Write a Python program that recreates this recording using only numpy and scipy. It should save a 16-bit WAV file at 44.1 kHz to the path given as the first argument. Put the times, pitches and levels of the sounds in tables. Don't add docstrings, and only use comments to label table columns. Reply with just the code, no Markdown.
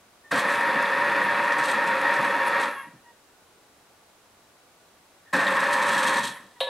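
import sys
import numpy as np
from scipy import signal
from scipy.fft import rfft, irfft, next_fast_len
from scipy.io import wavfile
from scipy.ndimage import map_coordinates

SR = 44100
rng = np.random.default_rng(int(sys.argv[2]) if len(sys.argv) > 2 else 0)


def generate_wav(signal):
    frames = np.transpose(np.atleast_2d(signal))
    scaled = np.clip(frames, -1, 1) * 32767
    pcm = np.round(scaled).astype(np.int16)
    wavfile.write(sys.argv[1], SR, pcm)


N = 295019
T = np.arange(N) / SR
SIZE = next_fast_len(N + SR // 4)
HZ = np.fft.rfftfreq(SIZE, 1 / SR)

# start_s, brake_s, stiff_for_s, knock_db, stiff_strain_db, loose_strain_db,
# patter_db, churn_db
BURSTS = [(0.308, 2.631, 0.13, -24, -31.5, -42.5, -55.5, -42),
          (5.327, 6.167, 0.346, -23.5, -26, -29, -43, -38.5)]
ATTACK_S = 0.0088


def effort():
    give_way_s = 0.014
    knocking, strain, freed = np.zeros((3, N))
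    for start, brake, stiff_for, knock_db, stiff_db, loose_db, _, _ in BURSTS:
        turning = held(start, brake, ATTACK_S, fall_db_per_s=114)
        loose = (1 + np.tanh((T - start - stiff_for) / give_way_s)) / 2
        knocking += turning * amp(knock_db)
        strain += turning * amp(stiff_db + (loose_db - stiff_db) * loose)
        freed += turning * loose
    return knocking, strain, freed


def motor(knocking, strain):
    housing_colour = [(50, -52), (80, -62), (110, -33), (260, -21.5), (385, -21.5), (470, -16),
                      (700, -21.5), (850, -11.5), (1400, -13.5), (1950, -17), (2600, -19.5), (3000, -31.5),
                      (4200, -32), (6000, -43), (11500, -52), (15000, -67)]
    housing_modes = [(203.6, 14, -17), (295, 56, -19), (537.7, 26, -8), (573.4, 19.5, -3.5),
                     (936, 12, -5.5), (1031, 9.7, -3.5), (1090, 24, -6.5), (1256, 77, -15), (1292, 15, -6),
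                     (1702, 215, -10.5), (1758, 30, -6), (1806, 33, -1), (1892, 30, -2), (2320, 20, -15),
                     (2513, 26, -15), (3446, 383, -27.5)]
    strain_modes = [(190.8, 9.7, -5.5), (300, 41, -15.5), (815, 27, -7.5), (1064, 98, -0.5),
                    (1260, 75, -6.5), (1754, 130, 0.5), (2600, 430, -21)]
    hiss_modes = [(9800, 1000, 2), (11100, 700, 7)]
    level = knocking * amp(0.47 * wobble(35) + 0.32 * wobble(8))
    housing = unit(filtered(impacts(rate=4500, scatter_db=1), body(housing_colour, housing_modes)))
    strained = unit(filtered(impacts(rate=2300, scatter_db=1), body(modes=strain_modes)))
    free = level / np.hypot(1, 0.74 * strain / (knocking + 1e-12))
    hiss = unit(filtered(rng.standard_normal(N), body(modes=hiss_modes)))
    hiss_db, hang_s = -57, 0.19
    powered = sum(held(start, brake + hang_s, ATTACK_S, fall_db_per_s=190) for start, brake, *_ in BURSTS)
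    return free * housing + strain * strained + amp(hiss_db) * powered * hiss


def singing(freed):
    pitch_hz = 945.5 * (1 + 0.0135 * wobble(110))
    level = freed * amp(-29 + 1.05 * wobble(8) + 2.1 * wobble(70))
    return level * np.sin(2 * np.pi * np.cumsum(pitch_hz) / SR)


def jolts():
    kicks = [(0.318, -23), (5.334, -25.5)]
    frame_modes = [(276, 29, 1), (540, 115, -1.5), (688, 44, -3.5), (871, 21, 0), (1580, 270, -1.5),
                   (3700, 1600, -22)]
    shake = sum(amp(db) * fading(start, t60=0.71) for start, db in kicks)
    return coloured(shake * rng.standard_normal(N), body(modes=frame_modes))


def churn():
    lumps = [(0.316, 0.0092, -31), (0.742, 0.018, -24), (1.587, 0.016, -31), (1.866, 0.014, -28),
             (2.185, 0.018, -26), (2.867, 0.0075, -37.5), (2.933, .015, -40), (5.33, .025, -25),
             (5.404, .02, -34), (6.151, 0.16, -36)]
    mass = body([(50, -63), (90, -14), (120, -5), (155, -5), (195, 6.5), (300, -1.5), (380, -7),
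                 (1200, -52)])
    lump = body([(50, -54), (85, -22), (125, 0), (200, 4.5), (300, 1), (400, -7), (1200, -52)])
    load = np.zeros(N)
    for start, brake, *_, churn_db in BURSTS:
        first_cuts = amp(-28) * fading(start, t60=0.56)
        load += held(start, brake, ATTACK_S, fall_db_per_s=75) * np.hypot(amp(churn_db), first_cuts)
    beating = load * amp(3.2 * wobble(12) - 6) * unit(filtered(impacts(rate=200, scatter_db=0), mass))
    drops = sum(amp(db) * held(start, start + length, rise_s=0.0022, fall_db_per_s=450)
                for start, length, db in lumps)
    return beating + amp(-11.5) * coloured(drops * rng.standard_normal(N), lump)


def patter():
    flurries = [(0.355, 0.039, -36), (0.478, 0.078, -44.5), (1.434, .01, -45), (1.579, .025, -40.5),
                (1.634, 0.028, -37), (1.68, 0.035, -38), (1.863, 0.018, -48), (1.964, .02, -53),
                (2.133, 0.015, -43), (2.244, .025, -44), (2.478, .01, -46), (2.596, .04, -41),
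                (5.724, 0.024, -34), (5.81, 0.024, -41), (5.858, .04, -34.5), (5.926, 0.027, -35.5),
                (5.975, 0.021, -33), (6.026, 0.032, -33.5), (6.06, 0.033, -32), (6.127, 0.073, -36.5),
                (6.23, 0.044, -35)]
    gains = []
    for start, brake, *_, patter_db, _ in BURSTS:
        shower = amp(-36) * fading(start, t60=0.3)
        gains.append(held(start, brake, ATTACK_S, fall_db_per_s=64) * np.hypot(amp(patter_db), shower))
    for start, length, db in flurries:
        gains.append(amp(db) * held(start, start + length, rise_s=0.0048, fall_db_per_s=295))
    return np.linalg.norm(gains, axis=0)


def spray():
    bowl_colour = [(1500, -27.5), (3000, -8), (4800, -13), (9000, -17.5), (11500, -18), (13000, -33),
                   (15000, -39)]
    bowl_modes = [(3304, 220, -1.5), (3846, 400, -3), (4290, 130, -4), (5481, 130, -15), (6167, 455, -11),
                  (7308, 370, -10), (7824, 180, -7), (8531, 400, -6), (9229, 400, -16), (12085, 120, -20)]
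    swishes = [(.55, .12, -53), (1.245, 0.018, -50), (2.28, 0.091, -59), (2.475, 0.016, -43.5)]
    swish_colour = [(5000, -32), (8500, -4), (10500, 4), (13000, -13), (15500, -20)]
    ticks = [(.857, -24, 3340), (1.523, -26.5, 5200), (1.687, -25, 3300), (2.14, -33, 5800),
             (2.634, -22, 3730), (5.469, -17.5, 3530), (5.477, -20, 3570), (5.730, -21, 4100)]
    steel = body(bowl_colour, bowl_modes)
    out = patter() * amp(1.86 * wobble(90)) * unit(filtered(impacts(rate=3000, scatter_db=2.5), steel))
    smears = sum(amp(db) * np.exp(-((T - centre) / half) ** 2) for centre, half, db in swishes)
    out += smears * unit(filtered(rng.standard_normal(N), amp(along(swish_colour, HZ))))
    ringing = filtered(rng.standard_normal(N), steel)
    for start, db, hz in ticks:
        ping = unit(signal.lfilter(*signal.iirpeak(hz, Q=6, fs=SR), ringing))
        out += amp(db - 10.5) * fading(start, t60=0.053) * ping
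    return out


def lid_lock():
    contacts = [(6.6044, -16, -16), (6.6084, -20.5, -1), (6.6135, -27, -7), (6.632, -31, -3),
                (6.643, -35, 3), (6.669, -37.5, 11), (6.680, -40, 12.5)]
    click_colour = [(200, -36), (380, -15.5), (520, -2), (680, -1), (1000, -4), (1400, -15), (2300, -9),
                    (3100, -3), (4100, 1), (4900, -28), (7000, -29), (8200, -23), (11000, -24),
                    (15000, -44)]
    arm_modes = [(539, 3.5, 0.12), (962, -9.5, 0.36), (1090, -5.5, 0.15), (1716, -12, 0.73),
                 (3020, -10, .08), (3920, -19, 0.14), (3790, -3, 0.12)]
    t = np.arange(SR // 4) / SR
    onset = 1 - np.exp(-(t / 0.0032) ** 2)
    rings = np.zeros(N + SR)
    for start, db, ring_db in contacts:
        for hz, mode_db, t60 in arm_modes:
            decay = amp(mode_db + rng.normal(0, 1)) * np.exp(-np.log(1000) * t / t60)
            partial = onset * decay * np.sin(2 * np.pi * (hz * t + rng.random()))
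            rings[round(start * SR):][:len(t)] += amp(db + ring_db - 4.5) * partial
    clicks = sum(amp(db) * (fading(start, t60=0.015) + amp(-14) * fading(start, t60=0.24))
                 for start, db, _ in contacts)
    return rings[:N] + amp(-5) * coloured(clicks * rng.standard_normal(N), body(click_colour))


def whine():
    glides = [(0.239, .066, 1840, 1800, -55.5, 0.025), (2.745, 0.085, 560, 540, -39, .008),
              (2.808, 0.097, 481.6, 473, -49.5, 0.011), (3.036, 0.091, 952, 946, -57, 0.013),
              (5.257, 0.081, 1800, 1700, -58, 0.04), (6.324, 0.076, 500, 504, -51, 0.015),
              (6.547, 0.067, 995, 925, -59, 0.013)]
    harmonic_colour = [(500, -35), (950, 2.5), (1100, 0), (1400, -21), (1650, -2), (1900, 0.5), (2200, -12),
                       (2800, -14), (3400, -17), (3800, -36), (5000, -70)]
    out = np.zeros(N)
    flutter, swell = wobble(200), wobble(120)
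    for start, length, from_hz, to_hz, db, rough in glides:
        progress = (T - start) / length
        live = (progress > 0) & (progress < 1)
        pitch = (from_hz + (to_hz - from_hz) * progress[live]) * (1 + rough * flutter[live])
        phase = 2 * np.pi * np.cumsum(pitch) / SR
        tone = sum(amp(along(harmonic_colour, k * pitch)) * np.sin(k * phase) for k in range(1, 7))
        arch = np.sqrt(np.sin(np.pi * progress[live]))
        out[live] += amp(db + 2 * swell[live]) * unit(tone * arch)
    return out


def spatters(knocking):
    wet_colour = [(3000, -30), (5500, -4), (9000, -5), (11000, -1), (13500, -20), (15500, -26)]
    hits = impacts(rate=14, scatter_db=4)
    smack = np.exp(-np.log(1000) * T[:SR // 20] / 0.02) * rng.standard_normal(SR // 20)
    drops = signal.fftconvolve(hits, smack)[:N]
    return knocking * amp(-36.5) * unit(filtered(drops, body(wet_colour)))


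def kitchen(x):
    decay_times = [(200, 0.072), (2000, 0.41), (10000, 0.11)]
    stereo_width = [(130, -38), (300, -69), (650, -32), (1000, -12), (2000, -11), (4000, -3.5), (8000, -9),
                    (12000, 6)]
    hz, t, noise = signal.stft(rng.standard_normal((2, SR // 2)), SR, nperseg=256)
    decay = np.exp(-np.log(1000) * t / along(decay_times, hz)[:, None])
    tail = signal.istft(noise * decay, SR, nperseg=256)[1]
    tail = np.pad(tail / np.linalg.norm(tail[0]), ((0, 0), (SR // 300, 0)))
    mid, side = signal.fftconvolve(x[None], tail, axes=1)[:, :N]
    side = filtered(side, amp(along(stereo_width, HZ)))
    return np.array([mid + side, mid - side])


def room_tone():
    air_colour = [(25, -13), (80, -3), (170, -4), (300, -1), (700, 0), (1000, -2), (2000, -7), (3500, -10),
                  (10000, -13.5), (12000, -17), (15500, -19.5)]
    faint_tones = [(1154, 22, 1.5), (1465, 13, 4.5), (3920, 40, -4)]
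    likeness = [(60, 0.74), (240, 0.9), (950, 0.71), (3770, 0.16), (15000, -0.08)]
    spread = np.arccos(np.clip(along(likeness, HZ), -1, 1)) / 2
    response = body(air_colour, faint_tones) * np.array([np.cos(spread), np.sin(spread)])
    mid, side = filtered(rng.standard_normal((2, N)), response)
    return amp(-57.5) * unit(np.array([mid + side, mid - side]))


def amp(db):
    return 10 ** (np.asarray(db) / 20)


def unit(x):
    return x / np.sqrt(np.mean(x ** 2) + 1e-20)


def along(points, hz):
    freqs, values = np.transpose(points)
    return np.interp(np.log(hz + 1), np.log(freqs + 1), values)


def wobble(rate):
    return map_coordinates(rng.standard_normal(int(N * rate / SR) + 4), [T * rate], mode="nearest")


def impacts(rate, scatter_db):
    hits = (rng.random(N) < rate / SR) * rng.choice([-1, 1], N)
    return hits * amp(scatter_db * np.clip(rng.standard_normal(N), -2, 2))


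def held(start, stop, rise_s, fall_db_per_s):
    return np.clip((T - start) / rise_s, 0, 1) * amp(-fall_db_per_s * np.maximum(T - stop, 0))


def fading(start, t60):
    return (T >= start) * np.exp(-np.log(1000) * np.abs(T - start) / t60)


def body(colour=None, modes=()):
    power = amp(along(colour, HZ)) ** 2 if colour is not None else np.zeros(len(HZ))
    for hz, width, db in modes:
        detuning = (HZ ** 2 - hz ** 2) / ((HZ + 1) * width)
        power += amp(db) ** 2 / np.hypot(1, detuning) ** 3
    cepstrum = irfft(np.log(power + 1e-12) / 2, SIZE)
    cepstrum[1:SIZE // 2] *= 2
    cepstrum[SIZE // 2 + 1:] = 0
    return np.exp(rfft(cepstrum))


def filtered(x, gain):
    return irfft(rfft(x, SIZE) * gain, SIZE)[..., :N]


def coloured(x, response):
    return filtered(x, response / np.sqrt(np.mean(np.abs(response) ** 2)))


def scene():
    knocking, strain, freed = effort()
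    machine = motor(knocking, strain) + singing(freed) + spray() + jolts() + churn()
    machine += whine() + lid_lock() + spatters(knocking)
    return machine + amp(-12) * kitchen(machine) + room_tone()


def record(dry):
    top_hz = 15800
    return filtered(dry, HZ < top_hz)


dry = scene()
out = record(dry)
generate_wav(out)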